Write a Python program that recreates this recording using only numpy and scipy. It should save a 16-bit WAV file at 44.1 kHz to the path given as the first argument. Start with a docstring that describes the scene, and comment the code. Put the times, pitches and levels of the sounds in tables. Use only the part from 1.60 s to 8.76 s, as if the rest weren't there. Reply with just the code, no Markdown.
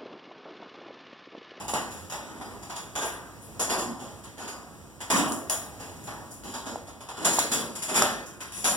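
"""Footsteps on steel grating.

Slow, uneven steps in a long rail car, heard from the walker's position. Each heel, sole and scuff
sets the panels chattering; the thud rings on in the car, the bright jingle of loose bars dies sooner.
Panel edges snap and a few dry taps sound close by, over the low rumble of the yard outside."""
import sys
import numpy as np
from scipy import signal
from scipy.fft import rfft, irfft, next_fast_len
from scipy.io import wavfile
from scipy.ndimage import uniform_filter1d, map_coordinates

SR = 44100
rng = np.random.default_rng(int(sys.argv[2]) if len(sys.argv) > 2 else 0)


def wav_record(signal):
    """Record a signal, one row per channel, as 16-bit PCM in the file named by sys.argv[1]."""
    frames = np.transpose(np.atleast_2d(signal))
    bounded = np.clip(frames, -1, 1)
    # unit amplitude maps onto the largest positive 16-bit level
    quanta = np.round(bounded * 32767).astype(np.int16)
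    wavfile.write(sys.argv[1], SR, quanta)


N = 315755

# Yard spectrum: freq_hz, density_db
YARD_SPECTRUM = [(22, -40), (38, -22), (50, 0.5), (65, -5), (92, 1), (160, -4.5), (300, -4), (500, -11),
                 (1000, -13), (2000, -20.5), (4000, -26.5), (7000, -22), (10000, -24.5), (15000, -33)]
# Yard loudness: time_s, level_db
YARD_ENVELOPE = [(0, -46.5), (1.8, -47), (3.3, -49), (4.5, -43.5), (5.4, -50), (7.16, -47)]
# Sliding soles: start_s, clank_db, brightness_db, decay_s
SOLE_SCUFFS = [(0, -43, -3, 0.0044), (.307, -47, 3.5, 0.035), (.62, -41, -7, .16),
               (2.392, -44, -2.5, 0.037), (2.773, -37, -6, 0.046), (4.195, -44, 0, 0.022),
               (4.835, -42, 1, .046), (5.058, -36, -6, 0.017), (5.569, -32.5, -5, 0.091),
               (6.279, -33, -1, 0.03), (6.92, -45, 8, 0.056)]
# Knocks of a toe or rocking panel: start_s, clank_db, brightness_db
TOE_KNOCKS = [(.081, -40.5, 4.5), (0.499, -42, 0.5), (0.522, -35, -4), (.811, -40.5, -9),
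              (1.026, -48.5, -0.5), (1.098, -38, -6), (1.16, -40.5, -0.5), (2.185, -41, 4),
              (2.636, -48.5, -1.5), (2.878, -43.5, 2), (3.405, -38.5, -1.5), (3.595, -43, -10),
              (3.897, -32.5, 1.5), (4.472, -37, -8), (4.939, -37.5, -2), (5.271, -45.5, -5),
              (5.406, -46, -2.5), (5.488, -39.5, -5), (5.788, -30.5, 3.5), (6.153, -46, 7), (6.221, -44, 9),
              (6.419, -25.5, -4), (6.805, -41, 0.5)]
# Footfalls: start_s, heel_clank_db, thud_over_clank_db, brightness_db, heel_to_sole_s, sole_over_heel_db
FOOTFALLS = [(.136, -28.5, -6, -4.5, 0.036, -19), (1.354, -30, -13.5, -4, 0.059, -1.5),
             (1.995, -30, -6.5, -4, 0.098, 3.5), (3.501, -22, -8.5, -2, 0.054, -4),
             (5.646, -24, -21, -2, 0.11, -8), (5.916, -28.5, -4.5, 3, 0.072, -25),
             (6.344, -29, -10, 2.5, 0.013, -0.5), (7.043, -25.5, -15, 1, .03, -7)]
# Floor bands (thud, clank, rasp, ring, sizzle): centre_hz, t60_s
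FLOOR_BANDS = [(230, 1), (900, 0.66), (3500, 0.47), (7100, 0.38), (11000, 0.4)]
# Contact drive per floor band: over_clank_db, thud_weight, brightness_weight
BAND_DRIVE = [(0, 0.98, 0), (0, 0, 0), (-1, 0, 0.7), (0.5, 0.044, 1.15), (-2, 0.037, 1.27)]
# Struck grating spectrum: freq_hz, density_db
GRATING_SPECTRUM = [(45, -32), (130, -14), (230, -2.5), (450, -3.5), (720, -1), (1750, -4), (2400, -8.5),
                    (3900, -11.5), (6200, -4.5), (7200, -1.5), (8400, -10.5), (10100, -2.5), (12700, -20),
                    (15500, -18.5)]
# Panel and bar modes: centre_hz, width_hz, strength_db
BAR_MODES = [(238, 2.3, -7), (353, 6.3, -3), (672, 25, -11.5), (984, 12, -9), (3550, 4.7, -55),
             (4950, 29, 2), (6780, 19, -2), (7200, 25, -1), (9340, 140, 1.5), (9874, 50, -5),
             (10260, 12, -6), (10570, 15, -5)]
# Close taps: start_s, peak_db, pitch_hz, t60_s
DRY_TAPS = [(.1362, -17, 724, 0.004), (0.8123, -32, 990, 0.0088), (5.158, -20.5, 774, 0.0073),
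            (5.7863, -10.5, 900, 0.0085), (6.421, -8, 1160, 0.0034)]
# Steel-on-steel snaps: start_s, level_db
EDGE_SNAPS = [(0.139, -20.5), (1.998, -25), (3.683, -34), (3.721, -20.5), (3.898, -17), (5.651, -31),
              (5.791, -10.5), (6.4234, -12.5)]
# Loose bars: start_s, level_db, centre_hz
BAR_JINGLES = [(1.452, -37, 10600), (1.82, -46.5, 10600), (1.995, -25, 7760), (2.187, -35, 7500),
               (3.68, -37, 10500), (3.721, -34, 9200), (3.897, -25.5, 9400), (4.438, -45.5, 8400),
               (4.708, -41.5, 8850), (5.648, -21, 8140), (5.728, -25.5, 8500), (6.661, -44, 8100),
               (6.972, -42, 9500)]
# Microphone pair phase: freq_hz, right_lead_half_turns
MIC_PHASE = [(60, 0), (300, 0.22), (700, 0.02), (1150, 0), (2220, -1), (3270, 0), (4350, 1), (5430, 2),
             (6480, 3), (7400, 4), (8600, 4.5)]
# Microphone pair likeness: freq_hz, base_coherence
MIC_COHERENCE = [(60, 0.79), (350, 0.77), (1100, 1), (2200, .999), (4400, .999), (6500, 0.95), (7500, 0.93),
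                 (8800, 0.057), (15000, 0.076)]
# Microphone pair balance: freq_hz, left_over_right_db
MIC_BALANCE = [(30, 18), (70, -6.5), (250, -1.5), (600, 0), (2200, 0), (4400, -1), (5500, -0.5),
               (8300, -2.5), (9900, 9.5), (11500, 11.5), (13000, -6.5), (15500, 17)]

LOW_CUT_HZ, TOP_HZ = 40, 15850


def amp(db):
    """Decibels to gain."""
    return 10 ** (np.asarray(db) / 20)


def unit_rms(x):
    """Scale to rms 1."""
    return x / np.sqrt(np.mean(x ** 2) + 1e-20)


def log_interp(points, hz):
    """Read (freq_hz, value) points on a log axis."""
    freqs_hz, values = np.transpose(points)
    return np.interp(np.log(hz + 1), np.log(freqs_hz + 1), values)


def wobble(knots_per_s):
    """Smooth random curve."""
    knots = rng.standard_normal(int(N * knots_per_s / SR) + 4)
    return map_coordinates(knots, [np.arange(N) * knots_per_s / SR])


def filtered(x, response):
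    """Apply a complex frequency response."""
    size = next_fast_len(N + SR // 2)
    return irfft(rfft(x, size) * response(np.fft.rfftfreq(size, 1 / SR)), size)[..., :N]


def add(track, start_s, sound):
    """Mix a sound into a track."""
    start = max(round(start_s * SR), 0)
    span = track[..., start:start + sound.shape[-1]]
    span += sound[..., :span.shape[-1]]


def yard(sway_db=1.0, sway_per_s=4.4):
    """Distant rumble and air, swaying slightly."""
    air = unit_rms(filtered(rng.standard_normal((2, N)), lambda hz: amp(log_interp(YARD_SPECTRUM, hz))))
    level_db = np.interp(np.arange(N) / SR, *np.transpose(YARD_ENVELOPE))
    return air * amp(level_db + sway_db * wobble(sway_per_s))


def shoe_contacts(heel_decay_s=0.0087, sole_decay_s=0.015, knock_decay_s=0.0041,
                  sole_thud_db=3, sole_bright_db=0.5, knock_thud_db=-15.5, scuff_thud_db=-2.5):
    """Heels, soles, knocks and scuffs: start_s, clank_db, thud_db, bright_db, decay_s."""
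    for start_s, clank_db, thud_db, bright_db, roll_s, sole_db in FOOTFALLS:
        yield start_s, clank_db, thud_db, bright_db, heel_decay_s
        yield (start_s + roll_s, clank_db + sole_db, thud_db + sole_thud_db,
               bright_db + sole_bright_db, sole_decay_s)
    for start_s, clank_db, bright_db in TOE_KNOCKS:
        yield start_s, clank_db, knock_thud_db, bright_db, knock_decay_s
    for start_s, clank_db, bright_db, decay_s in SOLE_SCUFFS:
        yield start_s, clank_db, scuff_thud_db, bright_db, decay_s


def chatter(decay_s, bounces_per_s=900, first_blow=0.74):
    """Energy shares of one blow and its fading random bounces on the frame."""
    t = np.arange(SR // 3) / SR
    bounces = rng.exponential(size=len(t)) * (rng.random(len(t)) < bounces_per_s / SR)
    bounces[0] = first_blow
    energy = bounces * np.exp(-t / decay_s)
    return energy / energy.sum()


def footsteps():
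    """Energy per floor band from panels chattering under the shoes."""
    blows = np.zeros((len(FLOOR_BANDS), N))
    offset_db, thud_weight, bright_weight = np.transpose(BAND_DRIVE)
    for start_s, clank_db, thud_db, bright_db, decay_s in shoe_contacts():
        bands_db = clank_db + offset_db + thud_db * thud_weight + bright_db * bright_weight
        add(blows, start_s, np.outer(amp(bands_db) ** 2, chatter(decay_s)))
    return blows


def band_shares(hz):
    """Split of a frequency among the floor bands."""
    centres_hz = [centre_hz for centre_hz, _ in FLOOR_BANDS]
    return np.array([log_interp(list(zip(centres_hz, row)), hz) for row in np.eye(len(centres_hz))])


def shifting_modes(fine_db=2.5, broad_db=2.08):
    """Two noises with randomly drifting peaks, as when feet move from panel to panel."""
    spectra = signal.stft(rng.standard_normal((2, N)), nperseg=2048)[2]

    def patches(bins, frames=12):
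        across_freq = uniform_filter1d(rng.standard_normal(spectra.shape[1:]), bins, axis=0)
        return unit_rms(uniform_filter1d(across_freq, frames, axis=1))
    gain = amp(fine_db * patches(bins=2) + broad_db * patches(bins=30))
    return signal.istft(spectra * gain, nperseg=2048)[1][:, :N]


def steel_modes():
    """Crowded panel modes with a few bars standing out; rms 1 per band."""
    size = next_fast_len(N)
    hz = np.fft.rfftfreq(size, 1 / SR)
    bars = 1 + sum(amp(db) / (1 + (2 * (hz - centre_hz) / width_hz) ** 2)
                   for centre_hz, width_hz, db in BAR_MODES)
    colour = amp(log_interp(GRATING_SPECTRUM, hz)) * bars
    spectra = [rfft(shifting_modes(), size) * colour * share for share in band_shares(hz)]
    return [unit_rms(irfft(spectrum, size)[:, :N]) for spectrum in spectra]


def stored_energy(blows, t60_s):
    """Each blow adds energy, which drains by 60 dB in t60_s."""
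    return signal.lfilter([1], [1, -np.exp(-np.log(10 ** 6) / (t60_s * SR))], blows)


def grating(crack_db=3, crack_t60_s=0.007, echo_db=-11.0, echo_t60_ratio=1.66,
            buzz_db=0.7, buzz_per_s=110):
    """Each blow from a shoe or bar cracks, rings in the steel and echoes longer in the car."""
    buzz = wobble(buzz_per_s)  # loose bars against their frame; roughest in the highs
    bands = steel_modes()
    band_blows = footsteps() + jingles()
    floor = np.zeros((2, N))
    for (centre_hz, t60_s), modes, blows in zip(FLOOR_BANDS, bands, band_blows):
        crack = amp(crack_db) ** 2 * stored_energy(blows, crack_t60_s)
        ring = amp(buzz_db * buzz * np.sqrt(centre_hz / TOP_HZ)) ** 2 * stored_energy(blows, t60_s)
        echo = amp(echo_db) ** 2 * stored_energy(blows, t60_s * echo_t60_ratio)
        floor += modes * np.sqrt(crack + ring + echo)
    return floor


def taps(rise_s=0.0011):
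    """Knocks of a few cycles, too near to raise an echo."""
    track, t = np.zeros(N), np.arange(SR // 20) / SR
    for start_s, peak_db, pitch_hz, t60_s in DRY_TAPS:
        envelope = np.exp(-np.log(1000) * t / t60_s) * (1 - np.exp(-t / rise_s))
        knock = np.sin(2 * np.pi * pitch_hz * t) * envelope
        add(track, start_s, amp(peak_db) * knock / np.abs(knock).max())
    return track


def snaps(t60_s=0.011, highpass_hz=2500):
    """A loose panel edge slaps its frame: a short burst of the bright modes."""
    blows = np.zeros(N)
    for start_s, level_db in EDGE_SNAPS:
        add(blows, start_s, amp([level_db]) ** 2)
    colour = lambda hz: amp(log_interp(GRATING_SPECTRUM, hz)) * hz ** 2 / (hz ** 2 + highpass_hz ** 2)
    bright_modes = unit_rms(filtered(rng.standard_normal((2, N)), colour))
    return bright_modes * np.sqrt(stored_energy(blows + 1e-20, t60_s))


def jingles(decay_s=0.006):
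    """Energy per floor band from loose bars bouncing, pitched above the panels."""
    blows = np.zeros((len(FLOOR_BANDS), N))
    for start_s, level_db, centre_hz in BAR_JINGLES:
        add(blows, start_s, np.outer(amp(level_db) ** 2 * band_shares(centre_hz), chatter(decay_s)))
    return blows


def microphones(field, coherence_dip=0.44):
    """Two unrelated signals to left and right: in or out of phase by frequency, less alike between."""
    def phase_rad(hz):
        return np.pi * log_interp(MIC_PHASE, hz)

    def mid_side_gains(hz):
        coherence = log_interp(MIC_COHERENCE, hz) * (1 - coherence_dip * np.sin(phase_rad(hz)) ** 2)
        angle_rad = np.arccos(np.clip(coherence, 0, 1)) / 2
        return np.array([np.cos(angle_rad), np.sin(angle_rad)])

    def left_right_gains(hz):
        left = amp(log_interp(MIC_BALANCE, hz) / 2) * np.exp(-.5j * phase_rad(hz))
        pair = np.array([left, 1 / left])
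        return pair / np.sqrt(np.mean(np.abs(pair) ** 2, axis=0))  # constant total power
    mid, side = filtered(field, mid_side_gains)
    return filtered(np.array([mid + side, mid - side]), left_right_gains)


def scene():
    """Floor and yard in stereo, taps centred."""
    return microphones(grating() + snaps() + yard()) + taps()


def record(dry):
    """Cut the deepest rumble and everything above TOP_HZ."""
    low_cut = signal.butter(N=4, Wn=LOW_CUT_HZ, btype="highpass", fs=SR, output="sos")
    return filtered(signal.sosfilt(low_cut, dry), lambda hz: hz < TOP_HZ)


dry = scene()
out = record(dry)
wav_record(out)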